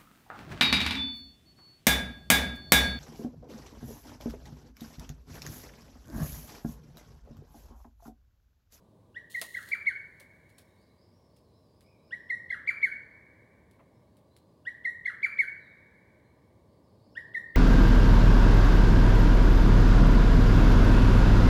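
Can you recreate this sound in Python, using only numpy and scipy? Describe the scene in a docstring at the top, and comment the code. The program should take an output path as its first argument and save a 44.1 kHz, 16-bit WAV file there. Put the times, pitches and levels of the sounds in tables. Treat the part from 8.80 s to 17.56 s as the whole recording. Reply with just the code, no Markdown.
"""A lesser cuckoo calls four times at the edge of a cedar wood: quick near-pure whistles that glide in pitch.
A full call has five notes, the first rising and the rest rising then falling; the last call has only three.
Ground and trunks echo them and the wood rings on. Behind lie a low distant rumble and a hiss of leaves and
still air, both filtered noise. Near the microphone a grainy brush of noise rustles the leaves, and dry twigs
tick and knock in short bursts. Small birds far off sing thin warbled slurs, heard only by way of the trees."""
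import sys
import numpy as np
from scipy import signal
from scipy.fft import rfft, irfft, next_fast_len
from scipy.io import wavfile
from scipy.ndimage import uniform_filter1d

SR = 44100
rng = np.random.default_rng(int(sys.argv[2]) if len(sys.argv) > 2 else 0)


def int16_out(signal):
    """Quantize to a 16-bit WAV file."""
    q = np.round(np.clip(np.atleast_2d(signal).T, -1, 1) * 32767)
    wavfile.write(sys.argv[1], SR, q.astype(np.int16))


N = 386316
TIME = np.arange(N) / SR


def from_db(db):
    """Decibels to amplitude gain."""
    return 10 ** (np.asarray(db) / 20)


def at_hz(points, hz, axis=1):
    """Read a column of a table on a log-frequency axis."""
    table = np.array(points, float)
    log_hz = np.log(np.maximum(hz, 1))
    return np.interp(log_hz, np.log(table[:, 0]), table[:, axis])


def noise(colour):
    """White noise shaped to a given spectrum, rms 1."""
    size = next_fast_len(N)
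    white = rfft(rng.standard_normal(size))
    hz = np.arange(len(white)) * SR / size
    x = irfft(white * from_db(at_hz(colour, hz)), size)[:N]
    return x / x.std()


def wander(count, size):
    """Random wavering: noise averaged over `size` samples, spread 1."""
    x = uniform_filter1d(rng.standard_normal(count), size=size)
    return x / x.std()


def grainy(colour, grain_db):
    """Friction noise that comes in millisecond grains, rms 1."""
    x = noise(colour) * from_db(grain_db * wander(N, size=60))
    return x / x.std()


def level(rows):
    """Gain over time from rows of (t/s, level/dB)."""
    return from_db(np.interp(TIME, *np.transpose(rows)))


def dying(t, t60):
    """Exponential decay, 60 dB down after t60 seconds."""
    return from_db(-60 * t / t60)


def add(out, start, x):
    """Mix x in at a time in seconds."""
    i = int(np.clip(round(start * SR), 0, N))
    out[i:i + len(x)] += x[:N - i]


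# spectrum of the distant rumble: (f/Hz, relative level/dB)
RUMBLE_COLOUR = [(15, -65), (25, -48), (49, -5), (102, 3), (136, -2), (179, -1.5), (257, -5), (350, -6),
                 (484, -8), (626, -7), (694, -16), (977, -14.5), (1180, -17.5), (1330, -39.5), (1500, -30),
                 (1950, -58), (3300, -120)]
# level of the rumble over time: (t/s, level/dB)
RUMBLE_LEVEL = [(0, -61.5), (2.6, -63), (3.6, -60), (5.5, -61.5), (7.2, -61.5), (8.2, -60), (8.56, -57.5),
                (8.76, -60)]
# spectrum of leaves and still air: (f/Hz, relative level/dB)
HISS_COLOUR = [(1000, -5), (1600, 2.5), (2600, -1), (4000, 3), (5500, -4), (8000, -4), (10500, -4),
               (13000, -8.5), (16000, -5.5)]


def background(hiss_db=-80.5):
    """Low distant rumble of slowly changing level, and a steady hiss of leaves and still air."""
    rumble = level(RUMBLE_LEVEL) * noise(RUMBLE_COLOUR)
    hiss = from_db(hiss_db) * noise(HISS_COLOUR)
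    return rumble + hiss


ONSET_HZ = 1306     # every note starts here, before its pitch ratio
SLIDE_SKEW = .72    # under 1, the slide to the end pitch is steep first and then flattens


def glides(rows):
    """Each glide shoots up and rounds off, then slides to its end pitch: upward in the first note, else downward."""
    parts, from_hz = [], ONSET_HZ
    for rise_ms, turn_hz, slide_ms, end_hz in rows:
        rise_t, slide_t = (np.linspace(0, 1, int(ms * SR / 1000)) for ms in (rise_ms, slide_ms))
        rise = 1 - (1 - rise_t) ** 2
        remaining = np.cos(np.pi / 2 * slide_t ** SLIDE_SKEW) ** 2
        parts.append(from_hz + (turn_hz - from_hz) * rise)
        parts.append(end_hz + (turn_hz - end_hz) * remaining)
        from_hz = end_hz
    return uniform_filter1d(np.concatenate(parts), size=130)


# the whistle grows with pitch up to the top of its range: (f/Hz, level/dB)
THROAT = [(1150, -54.5), (1500, -33), (1830, -24.5), (2030, -21.5), (2190, -12), (2400, -11.5)]
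# strength of an overtone before effort and swell, by where it falls: (f/Hz, level/dB)
OVERTONES = [(2300, -45), (2900, -37.5), (3700, -51), (4600, -51.5), (5500, -59.5), (6700, -61),
             (7300, -57.5), (8700, -59), (10500, -53), (11800, -60.5), (14000, -66.5), (16000, -71)]
ATTACK_S, ATTACK_DB = 0.028, 27.5    # a note swells by this much
RELEASE_S, RELEASE_DB = 0.015, 35    # and stops by this much


def note(rows, ratio, db, overtone_share=0.21, press_db=6.0, slack_db=2.0, waver=0.0012):
    """A whistle whose level follows its pitch; overtones swell less, lean to the attack and slacken on falls."""
    pitch = ratio * glides(rows)
    t = np.arange(len(pitch)) / SR
    phase = 2 * np.pi * np.cumsum(pitch * (1 + waver * wander(len(t), size=30))) / SR
    attack = ATTACK_DB * np.maximum(1 - t / ATTACK_S, 0) ** 2
    release = RELEASE_DB * np.maximum(1 - (t[-1] - t) / RELEASE_S, 0) ** 2
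    loud = db + at_hz(THROAT, pitch) - (attack + release)
    effort_db = loud + 12
    press = np.linspace(press_db, -press_db, len(t))
    falling = uniform_filter1d((np.gradient(pitch) < 0).astype(float), size=500)
    sound = from_db(loud) * np.sin(phase)
    for k in range(2, 8):      # effort counts for more in higher overtones, up to the fourth harmonic
        swell_db = overtone_share * min(k, 4) * effort_db + press - slack_db * (falling - .5)
        sound += from_db(at_hz(OVERTONES, k * pitch) + swell_db) * np.sin(k * phase)
    return sound * signal.windows.tukey(len(t), .1)


# the calls, note by note: (start t/s, pitch ratio, relative level/dB)
SONG = [
    [(.343, 0.99, -7.5), (.536, 1.02, -4.5), (.735, 0.98, -5.5), (.905, 0.99, -5), (1.052, 0.98, -3)],
    [(3.306, 1, -3), (3.49, 1.018, -1), (3.692, 0.99, -2.64), (3.863, 0.99, -3), (4.014, 0.99, -1.4)],
    [(5.85, 1, -1.5), (6.04, 1.014, 0.3), (6.245, 1.005, -1.8), (6.418, 0.99, -2), (6.574, 0.99, -0.96)],
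    [(8.35, 0.97, -1.5), (8.536, .99, 0.1), (8.744, 0.97, 0)],
]
# five notes of one or two glides, before the pitch ratio: (rise t/ms, turn f/Hz, slide t/ms, end f/Hz)
NOTES = [
    [(35.7, 1965, 6.7, 2200)],
    [(14.7, 2076, 15, 1810), (22.32, 1905, 7, 1600)],
    [(16, 2150, 13, 1620), (10, 2010, 39, 1000)],
    [(23.02, 2380, 55, 920)],
    [(25.1, 2285, 54, 1470)],
]


def cuckoo():
    """Every call runs through the same notes in order, each with its own pitch ratio and level."""
    out = np.zeros(N)
    for call in SONG:
        for rows, (start, ratio, db) in zip(NOTES, call):
            add(out, start, note(rows, ratio, db))
    return out


# echoes off trunks, level before the bark dulls them: (delay t/ms, level/dB)
TRUNKS = [(6.5, -18.5), (45, -24), (58, -19.5), (80, -22.5), (125, -23), (178, -36)]


def near_paths(x, foliage_hz=5500, bark_hz=2800, smear_t60=0.11):
    """Direct sound dulled by foliage, a ground bounce notching the top of the highest notes, and trunk echoes."""
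    ground_s, ground_gain = .00146, .75
    direct = signal.sosfilt(signal.butter(2, foliage_hz, fs=SR, output="sos"), x)
    out = direct.copy()
    add(out, ground_s, ground_gain * direct)
    out /= 1 + ground_gain
    t = np.arange(2000) / SR
    echoes = np.zeros(SR // 2)
    for ms, db in TRUNKS:      # rough bark and ivy smear and dull each echo
        smear = rng.standard_normal(len(t)) * dying(t, smear_t60)
        add(echoes, ms / 1000, from_db(db) * smear / np.linalg.norm(smear))
    echoes = signal.sosfilt(signal.butter(4, bark_hz, fs=SR, output="sos"), echoes)
    return out + signal.fftconvolve(x, echoes)[:N]


# the wood's ring by frequency: (f/Hz, relative level/dB, early t60/s, late t60/s)
WOOD = [(1170, 2, 0.46, 2.56), (2230, -18, 0.27, 1.56), (3107, -9.5, 0.29, 1.2), (4637, -4, 0.22, 1.2),
        (7890, -4, 0.19, .7), (15000, -7.5, .3, .6)]


def wood(x, late_db=-15, build_s=0.0039):
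    """Scatter from leaves and trunks: a quick decay from near trees, a long faint one from deep in the wood."""
    t = np.arange(2 * SR) / SR
    response = np.zeros(len(t))
    edges = np.geomspace(900, 17000, 9)    # eight bands, Hz
    for low, high in zip(edges, edges[1:]):
        db, early, late = (at_hz(WOOD, np.sqrt(low * high), axis=k) for k in range(1, 4))
        decay = dying(t, early) + from_db(late_db) * dying(t, late)
        envelope = decay * (1 - np.exp(-t / build_s))
        band = signal.butter(2, [low, high], "band", fs=SR, output="sos")
        scatter = signal.sosfilt(band, rng.standard_normal(len(t)))
        response += from_db(db) * scatter * envelope / np.linalg.norm(envelope)
    return signal.fftconvolve(x, response)[:N]


# spectrum of the dry leaves: (f/Hz, relative level/dB)
RUSTLE_COLOUR = [(1590, -46), (2700, -6), (3160, -4.5), (3400, -6), (4190, 2), (4720, -9), (5990, -10.5),
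                 (6800, -3), (7600, -10.5), (9020, -2), (9860, -10), (10600, -4.5), (12800, -11.5),
                 (15200, -8.5), (16000, -8.5)]
RUSTLE_START_S, RUSTLE_HOLD_S, RUSTLE_RELEASE_T60 = .497, .41, .38
RUSTLE_DB, RUSTLE_SAG_DB_PER_S = -55.5, 8.5
SETTLE_DB, SETTLE_S = -81, 1.507   # faint stirring, held this long from the start of the brush


def rustle(attack_s=0.0093, settle_t60=1.0):
    """A close brush through dry leaves starts at once, sags and lets go; the leaves then settle."""
    t = np.maximum(TIME - RUSTLE_START_S, 0)
    sag = from_db(RUSTLE_DB - RUSTLE_SAG_DB_PER_S * t)
    brush = sag * dying(np.maximum(t - RUSTLE_HOLD_S, 0), RUSTLE_RELEASE_T60)
    settle = from_db(SETTLE_DB) * dying(np.maximum(t - SETTLE_S, 0), settle_t60)
    attack = np.minimum(t / attack_s, 1)
    return attack * (brush + settle) * grainy(RUSTLE_COLOUR, grain_db=3.0)


# twig ticks near the microphone: (t/s, crack level/dB, crumble level/dB)
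TICKS = [(0.6152, -23.5, -38), (.829, -45.5, -76), (0.874, -52, -71), (.888, -39.5, -52.5),
         (.951, -49, -74), (1.398, -55, -55.5), (1.692, -72, -67), (1.782, -61, -55), (2.563, -73, -69.5),
         (3.008, -57, -64), (4.9118, -76, -69.5), (5.3693, -59.5, -71), (5.5654, -51.5, -66)]
# spectrum of cracks and crumbles: (f/Hz, relative level/dB)
TICK_COLOUR = [(500, -1.5), (1500, 0.5), (3000, 2.5), (4300, 5), (6000, -4), (10000, 2.5), (16000, -5.5)]
# dull knocks of wood: (t/s, relative level/dB)
KNOCKS = [(0.614, -44), (1.399, -59), (4.989, -52)]
# spectrum of the knocks: (f/Hz, relative level/dB)
KNOCK_COLOUR = [(200, -31), (400, -35), (570, 12), (780, -4), (1050, 0), (1500, -14), (2500, -13),
                (5000, -48)]


def twigs(crack_t60=0.0055, crumble_t60=0.16, knock_t60=0.071, knock_rise_s=0.0065):
    """Each tick is a sharp crack and a crumble of dry fibres; thicker wood gives a dull knock."""
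    crack, crumble, knock = np.zeros((3, N))
    t = np.arange(SR // 2) / SR
    for start, crack_db, crumble_db in TICKS:
        add(crack, start, from_db(crack_db) * dying(t, crack_t60))
        add(crumble, start, from_db(crumble_db) * dying(t, crumble_t60))
    for start, db in KNOCKS:
        add(knock, start, from_db(db) * t / knock_rise_s * dying(t, knock_t60))
    ticks = crack * noise(TICK_COLOUR) + crumble * grainy(TICK_COLOUR, grain_db=3.5)
    return ticks + knock * noise(KNOCK_COLOUR)


# the clearest slurs of the small far birds: (t/s, start f/Hz, end f/Hz, level/dB before gain_db)
SLURS = [(1.95, 4200, 5280, -80), (2.15, 4594, 5430, -75.5), (2.48, 4200, 5480, -80.5),
         (2.7, 4800, 5500, -80), (3.016, 2163, 2557, -60.5), (3.0, 4690, 5480, -77),
         (3.21, 4930, 5420, -77.5), (5.48, 3940, 4310, -75.5), (6.78, 4146, 3520, -69.5),
         (7.4, 4117, 4200, -82), (7.86, 4200, 4950, -83), (8.172, 4090, 5355, -77), (8.29, 5450, 4800, -75)]
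# spells of random twitter: (start t/s, end t/s, level/dB before gain_db)
TWITTER = [(1.701, 2.9, -80.5), (3.101, 3.7, -82), (5.096, 5.805, -87.5), (6.998, 7.993, -91.5),
           (8.001, 8.597, -81.5)]
SLUR_S, TWITTER_GAP_S = .085, 0.098
TWITTER_LOW_HZ, TWITTER_HIGH_HZ = 3250, 5650


def far_birds(warble=0.027, warble_hz=55, gain_db=8):
    """Thin warbled slurs, a few clear ones amid random twitter, heard only by way of the trees, which blur them."""
    slurs = list(SLURS)
    for start, end, db in TWITTER:
        for beat in np.arange(start, end, TWITTER_GAP_S):
            late = rng.random() * TWITTER_GAP_S / 2
            from_hz, to_hz = rng.uniform(TWITTER_LOW_HZ, TWITTER_HIGH_HZ, 2)
            slurs.append((beat + late, from_hz, to_hz, db))
    out = np.zeros(N)
    t = np.arange(int(SLUR_S * SR)) / SR
    fade = signal.windows.tukey(len(t), .5)
    for start, from_hz, to_hz, db in slurs:
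        wobble = warble * np.sin(2 * np.pi * (warble_hz * t + rng.random()))
        pitch = np.linspace(from_hz, to_hz, len(t)) * (1 + wobble)
        whistle = np.sin(2 * np.pi * np.cumsum(pitch) / SR)
        add(out, start, from_db(db + gain_db) * whistle * fade)
    return wood(out, late_db=-4, build_s=0.012)


def scene():
    """The cuckoo in its wood, with the small sounds around it."""
    far = background()
    voice = cuckoo()
    small_sounds = rustle() + twigs() + far_birds()
    return (near_paths(voice) + wood(voice) + small_sounds + far)[None]


def record(dry, bass_hz=49, cutoff_hz=15900):
    """The microphone drops the deepest bass; the top is cut steeply."""
    thin = signal.sosfilt(signal.butter(6, bass_hz, "high", fs=SR, output="sos"), dry)
    return signal.sosfilt(signal.ellip(12, .1, 80, cutoff_hz, fs=SR, output="sos"), thin)


dry = scene()
out = record(dry)
int16_out(out)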